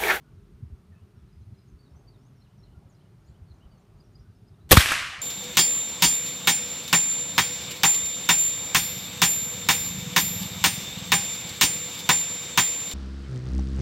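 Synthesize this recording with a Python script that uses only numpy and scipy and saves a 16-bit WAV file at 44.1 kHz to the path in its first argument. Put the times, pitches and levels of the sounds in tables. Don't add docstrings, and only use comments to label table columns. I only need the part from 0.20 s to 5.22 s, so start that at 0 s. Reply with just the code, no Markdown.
import sys
import numpy as np
from scipy import signal
from scipy.fft import rfft, irfft, next_fast_len
from scipy.io import wavfile
from scipy.ndimage import uniform_filter1d

SR = 44100
rng = np.random.default_rng(int(sys.argv[2]) if len(sys.argv) > 2 else 0)


def transcribe(u):
    v = np.clip(np.atleast_2d(u).T, -1, 1)
    q = np.round(v * 32767).astype(np.int16)
    wavfile.write(sys.argv[1], SR, q)


def to_linear_factor(level_db):
    exponent = np.asarray(level_db, float) / 20
    return 10 ** exponent


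N = 221247
TIME = np.arange(N) / SR


def on_log(points, hz):
    table_hz, value = np.transpose(points)
    return np.interp(np.log(np.maximum(hz, 1)), np.log(table_hz), value)


def curve(rows, column=1, outside=-120):
    rows = np.array(rows)
    return np.interp(TIME, rows[:, 0], rows[:, column], left=outside)


def noise(points):
    size = next_fast_len(N)
    hz = np.arange(size // 2 + 1) * SR / size
    spectrum = rfft(rng.standard_normal(size)) * to_linear_factor(on_log(points, hz))
    x = irfft(spectrum, size)[:N]
    return x / x.std()


def walk(rate):
    hold = int(SR / rate)
    steps = np.repeat(rng.standard_normal(N // hold + 1), hold)
    x = uniform_filter1d(uniform_filter1d(steps, hold), hold)[:N]
    return x / x.std()


def bands(points, gain_db, flicker_db, rate, calm_hz):
    size = next_fast_len(N)
    hz = np.maximum(np.arange(size // 2 + 1) * SR / size, 1)
    colour = to_linear_factor(on_log(points, hz))
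    colour = colour / np.sqrt(np.mean(colour ** 2))
    out = 0
    for centre in 24 * 2 ** (np.arange(20) / 2):
        window = np.cos(np.pi * np.clip(np.log2(hz / centre), -1 / 2, 1 / 2))
        band = irfft(rfft(rng.standard_normal(size)) * colour * window, size)[:N]
        flicker = flicker_db * walk(rate) / (1 + (centre / calm_hz) ** 2)
        out = out + band * to_linear_factor(gain_db(centre) + flicker)
    return out


def ring(start, hz, t60):
    out, i = np.zeros(N), int(start * SR) + 1
    t = TIME[i:] - start
    out[i:] = np.sin(2 * np.pi * hz * t) * to_linear_factor(-60 * t / t60)
    return out


def burst(start, db, t60):
    return to_linear_factor(db - 60 * np.maximum(TIME - start, 0) / t60) * (TIME > start)


# (time [s], level [dB])
JET = [(4.492, -52.5), (4.5095, -28.5), (4.5108, -18), (4.5148, -16.5), (4.5158, -6.5), (4.530, -10),
       (4.534, -17.5), (4.60, -35), (4.68, -97)]
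# (frequency [Hz], density [dB per Hz])
JET_COLOUR = [(150, 0.5), (400, -10), (1100, -8), (1900, -9), (3000, -4), (5000, -9.5), (8000, -12),
              (16000, -18)]
VALVE_S = 4.5153
LEAK_TREBLE_DB, BLAST_TREBLE_DB, SETTLED_TREBLE_DB, SETTLE_S = -18, 0, -9.5, .010


def air_jet():
    grain = to_linear_factor(2.1 * walk(1500))
    treble = noise([(5000, -68), (8500, 1), (10500, -5), (12500, 6.5), (14500, -4), (16000, -12.5)])
    fresh = np.exp(-(np.maximum(TIME - VALVE_S, 0) / SETTLE_S) ** 2)
    open_db = SETTLED_TREBLE_DB + (BLAST_TREBLE_DB - SETTLED_TREBLE_DB) * fresh
    share_db = np.where(TIME < VALVE_S, LEAK_TREBLE_DB, open_db)
    return to_linear_factor(curve(JET)) * grain * (noise(JET_COLOUR) + to_linear_factor(share_db) * treble)


# (time [s], frequency [Hz], level [dB])
WHISTLE = [(4.5155, 12600, -24), (4.5178, 11400, -10), (4.5212, 12400, -10), (4.5235, 14200, -13),
           (4.525, 15000, -40)]


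def whistle():
    hz = curve(WHISTLE, outside=0) + 250 * walk(3000)
    phase = 2 * np.pi * np.cumsum(hz) / SR
    return to_linear_factor(curve(WHISTLE, column=2)) * np.sin(phase) * (TIME < WHISTLE[-1][0])


# (time [s], level [dB])
BLOWS = [(4.513, -23), (4.5167, -7.5), (4.5195, -16.5), (4.5231, -16.5), (4.527, -8), (4.531, -12)]
# (frequency [Hz], level [dB], t60 [s])
STOCK = [(208, -7, 0.057), (325, -16.5, 0.045), (400, -1.5, 0.04), (521, -1.5, 0.049), (630, -7.5, 0.022),
         (732, -15, .035), (1100, -10, 0.041), (1800, -8.5, .02)]


def stock():
    out = 0
    scatter = 1 + 0.49 * rng.standard_normal((len(BLOWS), len(STOCK)))
    for (s, db), shares in zip(BLOWS, scatter):
        for (hz, mode_db, t60), share in zip(STOCK, shares):
            out = out + to_linear_factor(db + mode_db - 1.5) * share * ring(s, hz, t60)
    return out


# (time [s], level [dB], fade [ms], slowness [ms])
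THUDS = [(4.5115, -21, 5, .8), (4.517, -24, 8, .9), (4.530, -8, 14, 1.0), (4.572, 0, 17, 1.0)]


def thuds():
    out = 0
    for s, db, fade_ms, slow_ms in THUDS:
        ms = np.maximum(TIME - s, 0) * 1000
        swell = (1 - np.exp(-ms / 1.5)) * np.exp(-(ms / fade_ms) ** 1.66)
        out = out + to_linear_factor(db) * swell * np.cos(np.pi * np.sqrt(ms / slow_ms))
    return signal.sosfiltfilt(signal.butter(2, 33, "high", fs=SR, output="sos"), out)


# (time [s], level [dB], frequency [Hz], t60 [s])
RINGS = [(4.5108, -13, 3500, .02), (4.5161, -5, 1850, .02), (4.5162, -17, 4400, 0.01),
         (4.5204, -7, 1520, 0.012), (4.5250, -7.5, 1120, .04), (4.5254, -13, 3320, 0.013),
         (4.5262, -11, 1800, 0.0086), (4.5305, -14, 190, .03), (4.5327, -11, 181.6, 0.082),
         (4.5461, -15, 3600, .012), (4.5682, -13, 3600, 0.016), (4.57, -14, 3300, .0074),
         (4.5713, 0.5, 1250, 0.019), (4.572, -7, 1750, 0.021), (4.5712, -12, 4400, .01),
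         (4.5749, -12.5, 2464, 0.028), (4.576, -14.5, 3700, 0.031), (4.586, -16, 3850, .02),
         (4.6045, -13.5, 1600, 0.019), (4.6097, -17.5, 3330, 0.047), (4.6218, -22, 1980, .03),
         (4.6593, -11, 1750, 0.011), (4.659, -18, 2700, .012), (4.6886, -20, 2870, .014),
         (4.6902, -21, 2600, 0.016), (4.710, -20, 2400, 0.009), (4.7158, -18, 1550, 0.012),
         (4.7194, -10, 1400, 0.013), (4.7232, -16.5, 1690, 0.014), (4.727, -17, 2300, .014),
         (4.7345, -16.5, 1800, .014), (4.741, -19, 2900, .012), (4.7555, -21, 1800, .014),
         (4.7667, -25, 1490, 0.014), (4.7737, -33, 2970, .012), (4.7934, -27, 3000, 0.011),
         (4.836, -31, 3200, 0.011), (4.93, -43.5, 790, 0.098), (4.946, -29, 2900, .012)]
# (time [s], level [dB], t60 [s])
BURSTS = [(4.565, -21, 0.08), (4.5674, -20, 0.046), (4.5706, -6.5, 0.035), (4.577, -29, 0.069),
          (4.6064, -21, 0.11), (4.6593, -25.5, 0.021), (4.713, -32, 0.04), (4.721, -25.5, 0.03)]
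# (frequency [Hz], density [dB per Hz])
SPLINTER = [(300, -10.5), (900, -9), (1500, 0.5), (3500, -5.5), (6000, -12.5), (12000, -15.5), (16000, -21)]


def strikes():
    splinter = noise(SPLINTER) * to_linear_factor(0.66 * walk(830))
    bursts = sum(burst(s, db, t60) for s, db, t60 in BURSTS)
    rings = sum(to_linear_factor(db) * ring(s, hz, t60) for s, db, hz, t60 in RINGS)
    return rings + bursts * splinter


# (time [s], level [dB])
TICKS = [
    (1.605, -68),
    (1.885, -74),
    (3.808, -70),
    (4.5107, -22),
    (4.5713, -9),
    (4.7217, -25),
]


def ticks():
    bright = noise([(3000, -27), (7000, -3), (12000, 4), (16000, -1)])
    return sum(burst(s, db, .006) * bright for s, db in TICKS)


# (time [s], level [dB])
TREES = [(4.53, -39), (4.56, -34), (4.60, -22), (4.64, -26.5), (4.695, -27), (4.722, -24.5), (4.76, -27.5),
         (4.85, -32), (5.02, -41)]
# (frequency [Hz], density [dB per Hz])
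TREES_COLOUR = [(60, -10.5), (150, -14.5), (400, -19), (880, -13.5), (1080, -3.5), (1500, -2.5), (2300, 0),
                (3300, -5.5), (4300, -10), (8500, -17.5), (12000, -26), (15500, -41.5)]
# (frequency [Hz], extra fade [dB/s])
AIR_LOSS = [(200, 27), (450, 20.5), (750, 17), (1100, -3.5), (1500, -2), (3000, 11), (6000, 22.5),
            (9000, 42.5), (12500, 68), (17000, 128)]


def trees():
    level_db, late = curve(TREES), np.maximum(TIME - 4.8, -.3)

    def gain_db(hz):
        return level_db - on_log(AIR_LOSS, hz) * late

    return bands(TREES_COLOUR, gain_db, flicker_db=0.64, rate=90, calm_hz=9000)


# (start [ms], length [ms], start pitch [Hz], end pitch [Hz], level [dB])
LEAP = [(0, 18, 4200, 3850, -7), (29, 29, 5050, 5000, -.5), (56, 45, 5040, 5010, -10)]
WARBLE = [(5, 24, 4590, 4610, 0), (50, 22, 4600, 4050, -11), (70, 30, 4050, 3480, -8),
          (118, 16, 5300, 5310, -12), (148, 14, 5500, 5350, -18), (165, 26, 5750, 6200, -11),
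          (190, 12, 6200, 6300, -15), (200, 16, 6450, 6500, -11), (220, 45, 6400, 6200, -22)]
HOOK = [(2, 11, 6320, 5600, -12), (11, 27, 5600, 5500, -9), (38, 28, 5500, 5380, -12),
        (52, 22, 3960, 4400, -4), (72, 20, 4420, 3750, -8), (76, 22, 4400, 4250, -14),
        (88, 10, 3750, 3250, -12), (94, 22, 3250, 2600, -8), (110, 40, 4300, 4350, -18),
        (134, 26, 2700, 3250, -11)]
STAIRS = [(3, 32, 7350, 6250, -4), (32, 22, 6350, 6300, -6), (42, 14, 5350, 5750, -5),
          (56, 14, 5750, 5500, -6), (60, 20, 4600, 5300, -3), (80, 16, 3950, 4400, -2),
          (108, 18, 3750, 4200, -3), (122, 26, 2850, 3450, -4)]
ARCH = [(0, 16, 5800, 6900, 0), (16, 18, 7000, 7250, -4), (36, 16, 6700, 5300, -6)]
SLIDE = [(0, 34, 4580, 4400, -2), (32, 26, 4400, 4240, -4), (62, 29, 4260, 4200, -9)]
CHIP = [(0, 16, 4450, 4750, -10), (14, 18, 4880, 4900, 0), (28, 18, 4700, 4000, -12)]
VEE = [(0, 26, 6050, 4880, -2), (10, 20, 5600, 5300, -7), (27, 24, 5500, 5650, -9)]
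DROP = [(0, 23, 7250, 6500, -.5)]
# (time [s], syllable, level [dB], pitch [ratio], stretch [ratio])
SONG = [(1.081, LEAP, -75.5, .995, 1.01), (1.341, LEAP, -72, 1.005, .99), (1.47, DROP, -78, .925, 1.5),
        (1.582, WARBLE, -67, 1, 1.02), (1.866, WARBLE, -67, 1.002, .97), (2.153, HOOK, -70.5, 1.002, 1.03),
        (2.374, HOOK, -69.5, .998, .97), (2.68, STAIRS, -75.5, .999, 1.001), (2.995, DROP, -85, .97, 1.1),
        (3.055, ARCH, -82, 1.06, .9), (3.272, SLIDE, -77, .97, .99), (3.335, ARCH, -82, .985, 1.1),
        (3.503, SLIDE, -74, 1.03, 1.01), (3.574, ARCH, -77.5, 1.001, 1.001), (3.765, DROP, -86, .995, 1.1),
        (3.783, CHIP, -70.5, .997, 1.05), (3.836, VEE, -75, 1.005, 1.03), (3.922, DROP, -82, .98, .8),
        (3.939, CHIP, -67.5, 1.002, .92), (3.99, VEE, -75, .992, .97), (4.148, VEE, -78, .955, .9),
        (4.252, CHIP, -74, 1.03, 1.15)]
# (time [s], length [ms], start pitch [Hz], end pitch [Hz], level [dB])
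NOTES = [(.035, 53, 1447, 1465, -73), (.71, 25, 1910, 1780, -77), (0.727, 26, 1790, 1680, -73),
         (.73, 50, 2500, 2650, -80), (.78, 60, 2830, 2880, -86), (.953, 37, 5540, 5370, -84),
         (1.21, 22, 4050, 4100, -85), (1.385, 25, 5060, 5050, -80), (1.38, 19, 4270, 4000, -82),
         (.99, 15, 3400, 3590, -80), (1.209, 17, 6250, 6160, -83), (2.534, 29, 1464, 1384, -74),
         (3.045, 12, 4830, 5140, -78), (3.066, 14, 3900, 4500, -77), (3.096, 16, 3700, 4500, -79),
         (2.833, 23, 2870, 2970, -80), (3.075, 19, 4480, 4720, -76.5), (3.058, 14, 6500, 6700, -77),
         (3.068, 27, 7000, 6800, -82), (3.085, 24, 7000, 7600, -81), (3.116, 26, 3440, 3480, -82),
         (3.139, 28.6, 2830, 3400, -77), (3.3, 23, 4130, 4050, -75), (3.4, 34, 2750, 3180, -74),
         (3.432, 19, 3090, 2990, -75), (3.512, 26, 3000, 2980, -79), (3.648, 32, 2960, 3010, -85),
         (4.04, 30, 1514, 1475, -79), (4.105, 23, 4980, 4330, -80), (4.325, 29, 3900, 3220, -82),
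         (4.377, 27, 3330, 3600, -84), (4.4, 37, 3750, 4150, -79)]


def birds():
    out, waver = np.zeros(N + SR), 1 + 0.011 * walk(400)
    sung = []
    for s, syllable, db, pitch, stretch in SONG:
        for at, ms, hz0, hz1, note_db in syllable:
            sung.append((s + at * stretch / 1000, ms * stretch, hz0 * pitch, hz1 * pitch, db + note_db))
    for s, ms, hz0, hz1, db in sung + NOTES:
        i, n = int(s * SR), int(1.19 * ms * SR / 1000)
        hz = np.linspace(hz0, hz1, n) * waver[i:i + n]
        tone = np.sin(2 * np.pi * np.cumsum(hz) / SR)
        out[i:i + n] += to_linear_factor(db + 3.5) * np.hanning(n) ** 0.4 * tone
    lag = TIME[:SR // 4]
    decay = to_linear_factor(-36 - 60 * lag / .3) + to_linear_factor(-30 - 60 * lag / .06)
    smear = rng.standard_normal(len(lag)) * decay * (lag > .003)
    echo = signal.fftconvolve(out, smear)[:N]
    return out[:N] * to_linear_factor(3.2 * walk(130)) + echo * to_linear_factor(4.5 * walk(500))


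# (middle [s], peak level [dB], length [ms])
PUFFS = [(.145, -48, 47), (.182, -43, 38), (.354, -45.5, 40), (.437, -31, 27.4), (.465, -39.5, 48),
         (.511, -41, 17), (0.533, -35, 41), (.72, -43.5, 78), (.84, -45.5, 60), (.979, -43.5, 22),
         (1.029, -46.5, 60), (1.197, -42.5, 68), (1.283, -42.5, 51), (1.329, -37, 25), (1.488, -46, 23.5),
         (1.552, -43, 65), (1.748, -44, 79), (2.387, -46, 17), (2.579, -42.5, 44), (2.665, -45, 25.5),
         (3.101, -46, 79), (3.23, -42.5, 38.4), (3.319, -43, 58), (3.463, -40.5, 28.6), (4.101, -43, 46),
         (4.233, -42.5, 25.4), (4.318, -44, 34), (4.408, -46, 24.5), (4.457, -43, 44), (4.9, -49, 35),
         (4.985, -44, 9.8), (5.0, -44.5, 22)]
PUFF_LOW_HZ, PUFF_EXTRA_CYCLES = 60.4, 0.91
WIND_DB = -56.5
# (frequency [Hz], density [dB per Hz])
WIND_COLOUR = [(18, -29.5), (30, -17.5), (45, 7.5), (75, -1), (120, 5), (170, -7), (260, -26.5),
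               (500, -67.5)]


def wind():
    out = np.zeros(N + SR)
    waver, start = 1 + 0.14 * walk(60), rng.uniform(0, 2 * np.pi, len(PUFFS))
    rush = to_linear_factor(-13.0) * noise([(60, -13), (130, 5.5), (220, 0.0), (320, -32), (600, -69)])
    for (s, db, ms), phase in zip(PUFFS, start):
        hz = PUFF_LOW_HZ + PUFF_EXTRA_CYCLES / ms * 1000
        n = int(1.378 * ms * SR / 1000)
        i = max(int(s * SR) - n // 2, 0)
        swing = np.sin(phase + 2 * np.pi * np.cumsum(hz * waver[i:i + n]) / SR)
        out[i:i + n] += to_linear_factor(db) * np.hanning(n) * (swing + rush[i:i + n])
    level_db = WIND_DB - 1.5 + 2.3 * walk(33) + 2.5 * walk(9)
    return out[:N] + to_linear_factor(level_db) * noise(WIND_COLOUR)


# (time [s], level [dB])
ROAD = [(0, -83), (1.6, -84), (1.75, -69), (2.2, -75), (2.6, -69.5), (3.0, -74.5), (3.35, -69.5),
        (3.8, -72), (4.2, -79), (4.9, -73), (5.02, -54)]
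# (frequency [Hz], density [dB per Hz])
ROAD_COLOUR = [(60, -21.5), (250, -16.5), (600, 2.5), (1100, -4.5), (1600, -15), (2500, -22.5), (5000, -72)]


def road():
    return to_linear_factor(curve(ROAD) + 0.97 * walk(12.0)) * noise(ROAD_COLOUR)


YARD_DB = -57
# (frequency [Hz], density [dB per Hz])
YARD = [(30, -29.5), (120, -1.5), (170, -6), (300, -17.5), (410, -14), (470, -26.5), (900, -31),
        (1300, -29), (1700, -35), (3000, -43.5), (7000, -61)]


def yard():
    return bands(YARD, lambda hz: YARD_DB, flicker_db=2.0, rate=7.48, calm_hz=2500)


HISS_DB = -76
# (frequency [Hz], density [dB per Hz])
HISS = [(800, -26), (2000, 3.5), (4500, 1.5), (7000, -3), (7900, -7.5), (8250, -1.5), (9500, -4),
        (12000, -7), (15500, -9)]


def hiss():
    return to_linear_factor(HISS_DB) * noise(HISS)


def scene():
    shot = air_jet() + whistle() + stock() + thuds() + strikes() + ticks() + trees()
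    surroundings = birds() + wind() + road() + yard() + hiss()
    return (shot + surroundings)[None]


def low_pass(x):
    return signal.sosfilt(signal.butter(12, 15430, fs=SR, output="sos"), x)


def record(dry):
    full = dry / (1 + np.abs(dry / 1.05) ** 6) ** (1 / 6)
    cut = signal.sosfiltfilt(signal.ellip(6, .1, 40, 15300, fs=SR, output="sos"), full)
    return low_pass(np.clip(cut, -1, 1))


dry = scene()
out = record(dry)
transcribe(out)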